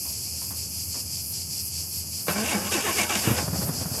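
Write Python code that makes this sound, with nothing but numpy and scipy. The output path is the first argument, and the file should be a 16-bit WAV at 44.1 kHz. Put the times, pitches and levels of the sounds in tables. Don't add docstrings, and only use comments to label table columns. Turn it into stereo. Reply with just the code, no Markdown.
import sys
import numpy as np
from scipy import signal
from scipy.fft import rfft, irfft, next_fast_len
from scipy.io import wavfile
from scipy.ndimage import map_coordinates

SR = 44100
rng = np.random.default_rng(int(sys.argv[2]) if len(sys.argv) > 2 else 0)


def store_pcm(level_fs):
    pcm = np.round(np.clip(level_fs, -1, 1) * 32767).astype(np.int16)
    wavfile.write(sys.argv[1], SR, np.atleast_2d(pcm).T)


N = 176400
T = np.arange(N) / SR


def from_db(db):
    return 10 ** (np.asarray(db) / 20)


def unit_rms(x):
    return x / np.sqrt(np.mean(x ** 2) + 1e-20)


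def curves(rows):
    times, *columns = np.transpose(rows)
    return [np.interp(T, times, column) for column in columns]


def colour(x, spectrum):
    size = next_fast_len(N + SR // 2) // 2 * 2
    hz, db = np.transpose(spectrum)
    log_hz = np.log(np.maximum(np.arange(size // 2 + 1) * SR / size, 1))
    outside = np.maximum(np.log(hz[0]) - log_hz, 0) + np.maximum(log_hz - np.log(hz[-1]), 0)
    gain = unit_rms(from_db(np.interp(log_hz, np.log(hz), db) - 20 * outside))
    cepstrum = irfft(np.log(gain))
    cepstrum[1:size // 2] *= 2
    cepstrum[size // 2 + 1:] = 0
    return irfft(rfft(x, size) * np.exp(rfft(cepstrum)))[..., :N]


def drift(rate_hz):
    knots = rng.standard_normal(N // 10)
    return map_coordinates(knots, [T * rate_hz + 2], order=1, mode="wrap")


def noise(correlation):
    mid, side = rng.standard_normal((2, N))
    return (np.sqrt(1 + correlation) * mid + np.sqrt(1 - correlation) * side * [[1], [-1]]) / np.sqrt(2)


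def pan(left_db):
    return from_db([[left_db / 2], [-left_db / 2]])


def ring(x, hz, t60_s):
    r, w = from_db(-60 / (t60_s * SR)), 2 * np.pi * hz / SR
    return signal.lfilter([np.sqrt(1 - r * r) * np.sin(w)], [1, -2 * r * np.cos(w), r * r], x)


def scatter(x, wet_db, above_hz):
    highs = signal.sosfilt(signal.butter(3, above_hz, "high", fs=SR, output="sos"), x)
    reflected = np.real(signal.hilbert(highs) * np.exp(2j * np.pi * drift(7.7)))
    return x + from_db(wet_db) * reflected * np.array([[1], [-1]])


def blows(rows, attack_s, decay_s):
    return sum(from_db(db) * np.clip((T - s) / attack_s, 0, 1)
               * np.exp(-np.maximum(T - s - attack_s, 0) / decay_s) for s, db in rows)


def phrases(rows, rise_s, hold_s, fall_s):
    corners_s = [-hold_s / 2 - rise_s, -hold_s / 2, hold_s / 2, hold_s / 2 + fall_s]
    return sum(from_db(db) * np.interp(T - s, corners_s, [0, 1, 1, 0]) for s, db in rows)


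# (frequency [Hz], gain [dB])
DRONE_SPECTRUM = [(25,-33),(43,-20),(62,-21),(81,1),(145,-8.5),(185,-8.5),(235,-16),(380,-21.5),(600,-30),(900,-31),(1300,-39),(1900,-76)]
# (time [s], frequency [Hz])
HUM_PITCH = [(0,76.9),(.6,75.8),(1.1,81),(1.6,81.67),(2.1,85.26),(4,87.35)]


def distant_drone():
    drone = from_db(-42.5) * colour(noise(correlation=0.93), DRONE_SPECTRUM)
    hum_hz = curves(HUM_PITCH)[0] * (1 + .03 * drift(20))
    hum = from_db(-47 + 2 * drift(12)) * np.sqrt(2) * np.sin(2 * np.pi * np.cumsum(hum_hz) / SR)
    air = colour(noise(correlation=0.02), [(300, -36), (700, -5.0), (1700, -13.5), (4000, -22)])
    return drone + hum + from_db(-61.5) * air


def tymbal(click_hz, jitter, decay_cycles, smear, correlation):
    cycle = np.cumsum(click_hz * (1 + jitter * drift(90))) / SR % 1
    return unit_rms(noise(correlation) * (np.exp(-cycle / decay_cycles) + smear))


# (time [s], level [dB])
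CHORUS_CONTOUR = [(0,-30),(.45,-32),(.8,-31),(1.3,-32),(2.2,-32.5),(3.1,-31),(3.5,-33),(4,-31.5)]
# (frequency [Hz], gain [dB])
LOW_CHORUS_SPECTRUM = [(1900,-23),(2500,-6.5),(3300,-14.5),(3850,-26),(4400,2),(4950,8),(5800,1.5),(7800,2),(8800,-5.5),(11000,-32),(16000,-35)]
# (frequency [Hz], gain [dB])
HIGH_CHORUS_SPECTRUM = [(5000,-17.5),(8700,-6),(9800,7.5),(11700,6.5),(13200,2),(14300,-15),(16000,-42)]


def cicada_chorus():
    def voices(spectrum, click_hz, trim_db):
        clicks = tymbal(click_hz, jitter=.12, decay_cycles=.2, smear=1.5, correlation=-.05)
        level_db = curves(CHORUS_CONTOUR)[0] + trim_db + 1.5 * drift(25)
        return colour(clicks, spectrum) * from_db(level_db)

    low = voices(LOW_CHORUS_SPECTRUM, click_hz=171, trim_db=-2.5)
    high = voices(HIGH_CHORUS_SPECTRUM, click_hz=272, trim_db=-3.5)
    return low * pan(left_db=-2.5) + high * pan(left_db=-3)


# (time [s], level [dB])
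SWELL_CRESTS = [(.12,-37),(.51,-36.5),(.91,-38.5),(1.325,-35),(1.681,-35),(2.0,-35.5),(2.328,-34),(2.67,-41),(2.989,-36.5),(3.34,-34),(3.685,-34.5),(3.99,-38)]
# (frequency [Hz], gain [dB])
SWELL_SPECTRUM = [(4000,-37),(6000,-22),(8800,1.5),(10000,-3),(11500,8.5),(12300,4.5),(13500,-8),(16000,-16.5)]


def high_cicada():
    hold_s = 0.01
    centres = [(s - hold_s / 2, db) for s, db in SWELL_CRESTS]
    envelope = phrases(centres, rise_s=0.22, hold_s=hold_s, fall_s=0.029)
    clicks = tymbal(click_hz=347, jitter=0.25, decay_cycles=0.38, smear=0.98, correlation=-0.049)
    return colour(clicks, SWELL_SPECTRUM) * envelope * pan(left_db=-13)


# (time [s], level [dB])
CHIRP_CENTRES = [(.13,-35.5),(.235,-36.5),(.41,-35),(.61,-33.5),(.785,-34),(.965,-33),(1.165,-32.5),(1.38,-32),(1.565,-31.5),(1.775,-32),(1.975,-33.5),(2.17,-33.5),(2.37,-34.5),(2.56,-35.5),(2.76,-32),(2.98,-32),(3.2,-31),(3.41,-31),(3.6,-32.5),(3.79,-32.5),(3.985,-32)]
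# (frequency [Hz], gain [dB])
CHIRP_SPECTRUM = [(1800,-30.5),(2400,-15),(3200,-16.5),(3850,-23),(4400,-2),(4980,0),(5400,0),(6200,-6),(7800,-3.5),(9000,-10),(11500,-10.5),(14000,-21),(16000,-55)]


def near_cicada():
    clicks, cavity = (tymbal(click_hz=246, jitter=0.14, decay_cycles=0.67, smear=1, correlation=0.023)
                      for _ in range(2))
    voice = unit_rms(colour(clicks, CHIRP_SPECTRUM) + .42 * ring(cavity, hz=4980, t60_s=.02))
    return voice * phrases(CHIRP_CENTRES, rise_s=.04, hold_s=.075, fall_s=.035) * pan(left_db=-7)


# (time [s], level [dB])
KNOCK_HITS = [(.05,-45),(.415,-44),(.505,-42.5),(.943,-41)]
# (frequency [Hz], gain [dB])
KNOCK_SPECTRUM = [(200,2),(450,-2.5),(750,-3.5),(1000,0),(1400,-11),(3000,-13),(8000,-33)]


def knocks():
    envelope = blows(KNOCK_HITS, attack_s=0.002, decay_s=0.037)
    return colour(noise(correlation=0.93) * envelope, KNOCK_SPECTRUM)


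# (time [s], level [dB])
RUMBLE_CONTOUR = [(3.14,-56),(3.2,-41),(3.25,-34),(3.33,-33.5),(3.37,-31.5),(3.48,-35),(3.66,-35),(3.74,-39),(4,-37.5)]
# (frequency [Hz], gain [dB])
RUMBLE_SPECTRUM = [(30,-54),(50,-14),(78,2.5),(147,-8.5),(260,-5),(380,-13),(610,-8.5),(980,-17),(1400,-19.5),(2000,-25),(3600,-29.5)]


def engine_rumble():
    level_db = curves(RUMBLE_CONTOUR)[0] + 2.6 * drift(70)
    return colour(noise(correlation=.97) * from_db(level_db), RUMBLE_SPECTRUM)


# (time [s], level [dB])
CLATTER_HITS = [(3.262,-34),(3.282,-28),(3.31,-32.5),(3.383,-33),(3.478,-38),(3.53,-37.5),(3.61,-41),(3.688,-33.5),(3.855,-42)]
# (frequency [Hz], gain [dB])
CLATTER_SPECTRUM = [(250,-8),(420,3.5),(620,-6),(950,2.5),(1400,0.5),(2200,-11.5),(5000,-23)]


def engine_clatter():
    envelope = blows(CLATTER_HITS, attack_s=0.0017, decay_s=0.016)
    return colour(noise(correlation=0.62) * envelope, CLATTER_SPECTRUM)


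# (time [s], puff level [dB], boom level [dB], boom pitch [Hz])
FIRING_EVENTS = [(3.27,-16,-23.5,135),(3.281,-35,-29,254.1),(3.304,-18,-15,118.6),(3.384,-27,-37,109.1),(3.435,-47,-27,139),(3.475,-22.5,-22.5,160),(3.526,-25,-20,165),(3.584,-28,-21.5,187.8),(3.617,-28,-27,119.5),(3.651,-37,-25.5,141),(3.685,-26,-22.5,152),(3.776,-38,-33,166.6),(3.815,-38,-28,98),(3.855,-34,-24,160),(3.911,-41,-25.5,119.2),(3.951,-52,-47,101),(3.985,-44,-34,194)]
# (frequency [Hz], gain [dB])
PUFF_SPECTRUM = [(35,-44),(58,-22),(85,17),(150,-2.5),(260,4),(380,-5.5),(600,-9),(1000,-17.5),(2000,-31),(6000,-36)]


def engine_firings(crest_s=.0065):
    booms = np.zeros(N)
    for s, _, db, hz in FIRING_EVENTS:
        age_s = np.maximum(T - s, 0)
        swing = age_s / crest_s * np.exp(1 - age_s / crest_s)
        booms += from_db(db) * swing * np.sin(2 * np.pi * hz * age_s)
    puffs = blows([row[:2] for row in FIRING_EVENTS], attack_s=0.0046, decay_s=0.013)
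    return booms + colour(noise(correlation=1) * puffs, PUFF_SPECTRUM)


# (time [s], level [dB])
BANG_BURSTS = [(2.269,-37),(2.281,-24),(2.293,-31),(2.305,-31)]
# (frequency [Hz], gain [dB])
BANG_SPECTRUM = [(100,-12),(195,4),(290,-1),(450,5),(850,0),(1500,0),(2800,-14),(4000,-10),(9000,-19),(16000,-40)]


def pinion_bang():
    impact = rng.standard_normal(N) * blows(BANG_BURSTS, attack_s=.001, decay_s=.012)
    return impact, colour(impact, BANG_SPECTRUM)


# (time [s], level [dB], mode frequency [Hz])
SCRAPE_CENTRES = [(2.375,-39,2290),(2.475,-36,2740),(2.535,-33,2250),(2.685,-41,1150),(2.75,-36,2640),(2.86,-41,1770),(2.885,-30.5,1086),(2.995,-32.5,2173),(3.015,-31,2306),(3.105,-34.5,1307),(3.135,-35.5,2780)]


def tooth_scrapes():
    return sum(unit_rms(ring(rng.standard_normal(N), hz, t60_s=0.06))
               * phrases([(s, db)], rise_s=0.011, hold_s=0.036, fall_s=0.018)
               for s, db, hz in SCRAPE_CENTRES)


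def tooth_grind(mesh_cycles):
    tooth = np.floor(mesh_cycles + .045 * drift(400))
    strikes = unit_rms(np.diff(tooth, prepend=tooth[0]) * from_db(0.71 * rng.standard_normal(N)))
    pressure = unit_rms((np.exp(-(mesh_cycles % 1) / 0.6) + 0.7) * from_db(2.2 * drift(160)))
    return .52 * strikes + .85 * pressure * rng.standard_normal((3, N))


# (time [s], mesh tone level [dB], overtone level [dB])
WHINE_CONTOUR = [(2.29,-35,-44),(2.34,-40,-43),(2.38,-35.5,-37),(2.435,-29.5,-35.5),(2.465,-44,-42),(2.505,-36,-37),(2.55,-28,-37),(2.585,-41,-38),(2.65,-39,-42),(2.695,-48,-57),(2.72,-46,-39),(2.757,-28.5,-38),(2.795,-33,-36),(2.825,-46,-46),(2.85,-33,-38),(2.875,-40,-32.5),(2.91,-44,-38),(2.955,-38,-46),(3.0,-51,-31.5),(3.03,-36,-38),(3.075,-62,-59),(3.11,-50,-38),(3.15,-36,-46),(3.21,-58,-42),(3.4,-61,-43)]
# (multiple of mesh rate [1], gain [dB])
WHINE_OVERTONES = [(2,-0.5),(3,-2),(4,-11),(5,-5.5),(6,-19),(7,-7),(8,-14),(9,-19)]


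def gear_whine(mesh_cycles, engaged, jitter_cycles=.045):
    tone_gain, overtone_gain = from_db(curves(WHINE_CONTOUR)) * engaged
    overtones = np.zeros(N)
    for k, db in WHINE_OVERTONES:
        gain = from_db(db + 1.9 * drift(50))
        cycles = k * mesh_cycles + rng.random() + jitter_cycles * np.sqrt(k) * drift(250)
        overtones += gain * np.sin(2 * np.pi * cycles)
    tone = from_db(2 * drift(70)) * np.sin(2 * np.pi * mesh_cycles)
    return tone_gain * unit_rms(tone), overtone_gain * unit_rms(overtones)


# (frequency [Hz], gain [dB], t60 [s])
HOUSING_MODES = [(207.4,5,0.3),(362,-5,.1),(493,-2,0.12),(605.3,-2,0.35),(736,-2.5,0.12),(837,2.5,0.19),(945,-3,0.19),(1067,1.5,0.14),(1118,-2,0.095),(1266,-6.5,.08),(1526,3.5,0.064),(2190,6,0.12),(2330,8,0.12),(2520,-2,.1),(2614,5,0.085),(2820,4,0.088)]


def housing_ring(growl_drive, rasp_drive, impact, split_hz=1800, flicker_db=3.5):
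    ringing = np.zeros(N)
    for hz, db, t60_s in HOUSING_MODES:
        grind = (rasp_drive if hz > split_hz else growl_drive) * from_db(flicker_db * drift(20))
        ringing += from_db(db) * ring(grind + from_db(-3) * impact, hz, t60_s)
    return ringing / np.sqrt(len(HOUSING_MODES))


# (time [s], rate [Hz])
MESH_RATE = [(2.28,164.9),(2.335,180.2),(2.385,208.7),(2.435,219.8),(2.47,293.8),(2.505,339),(2.545,222.6),(2.58,165.6),(2.62,177.5),(2.68,199.3),(2.716,421.1),(2.757,348.5),(2.785,268.5),(2.812,267.7),(2.845,456),(2.875,366.9),(2.9,315.8),(2.935,329.5),(2.968,430.5),(3.0,357.6),(3.03,305.5),(3.06,290.4),(3.09,440),(3.125,358.2),(3.16,312.9),(3.2,291.7),(3.26,452.2),(3.42,518.5)]
# (time [s], growl level [dB], rasp level [dB])
GEAR_LOAD = [(2.29,-27,-43),(2.338,-34,-43),(2.378,-28,-41),(2.402,-33,-40),(2.44,-31.5,-37.5),(2.458,-32,-34.5),(2.5,-30,-32),(2.546,-26.5,-38),(2.6,-31.5,-45),(2.645,-36.5,-44.5),(2.68,-29.5,-34),
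             (2.704,-49,-48),(2.718,-26.5,-33.5),(2.742,-31.5,-32),(2.78,-26,-36.5),(2.808,-31,-36.5),(2.832,-41,-38),(2.852,-28,-33.5),(2.876,-24.5,-32.5),(2.915,-29.5,-38.5),(2.955,-34.5,-39.5),(2.978,-29,-32),(3.004,-24.5,-29.5),
             (3.035,-30.5,-32.5),(3.058,-32,-43),(3.084,-43,-41),(3.1,-27.5,-32),(3.15,-28.5,-34.5),(3.185,-31,-34.5),(3.218,-38,-39),(3.278,-28.5,-36),(3.352,-38,-40),(3.39,-24.5,-35),(3.426,-51,-58),(3.44,-50,-56)]
# (frequency [Hz], gain [dB])
GROWL_SPECTRUM = [(120,-29.5),(200,6.5),(350,6.5),(560,3),(820,3.5),(1120,-6),(1400,-1.5),(1700,2),(2100,-3.5),(4000,-55.5)]
# (frequency [Hz], gain [dB])
RASP_SPECTRUM = [(1200,-22),(1900,-18.5),(2350,-1),(2850,0),(3300,-6),(3800,-6),(4100,-14.5),(6500,-3.5),(9000,-8.5),(13000,-16.5),(16000,-33)]


def starter(engage_s=2.279, release_s=3.41, run_down_s=0.033, teeth_per_turn=5.4, wobble_db=1.5):
    engaged = np.clip((T - engage_s) / .01, 0, 1) * np.exp(-np.maximum(T - release_s, 0) / run_down_s)
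    mesh_hz = curves(MESH_RATE)[0] * (1 + .02 * drift(150))
    mesh_cycles = np.cumsum(mesh_hz) / SR
    wobble = unit_rms(from_db(wobble_db * np.sin(2 * np.pi * mesh_cycles / teeth_per_turn)))
    growl_gain, rasp_gain = from_db(curves(GEAR_LOAD)) * engaged * wobble
    low_grind, high_grind, housing_grind = tooth_grind(mesh_cycles)
    growl = from_db(-5.5) * colour(low_grind * growl_gain, GROWL_SPECTRUM)
    rasp = from_db(3.5) * colour(high_grind * rasp_gain, RASP_SPECTRUM)
    tone, overtones = gear_whine(mesh_cycles, engaged)
    impact, bang = pinion_bang()
    housing = from_db(-2) * housing_ring(housing_grind * growl_gain, housing_grind * rasp_gain, impact)
    metal = growl + rasp + overtones * wobble + tooth_scrapes() + bang + housing
    return (scatter(metal, wet_db=-2.5, above_hz=1100) + tone) * pan(left_db=0.4)


def scene():
    cicadas = near_cicada() + high_cicada() + cicada_chorus()
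    cranking = starter()
    engine = (engine_firings() + engine_rumble() + engine_clatter()) * pan(left_db=-0.6)
    return distant_drone() + cicadas + knocks() + engine + cranking


def record(dry, low_cut_hz=60, high_cut_hz=15750):
    thinned = signal.sosfilt(signal.butter(2, low_cut_hz, "high", fs=SR, output="sos"), dry)
    return signal.sosfilt(signal.ellip(10, .2, 80, high_cut_hz, fs=SR, output="sos"), thinned)


dry = scene()
out = record(dry)
store_pcm(out)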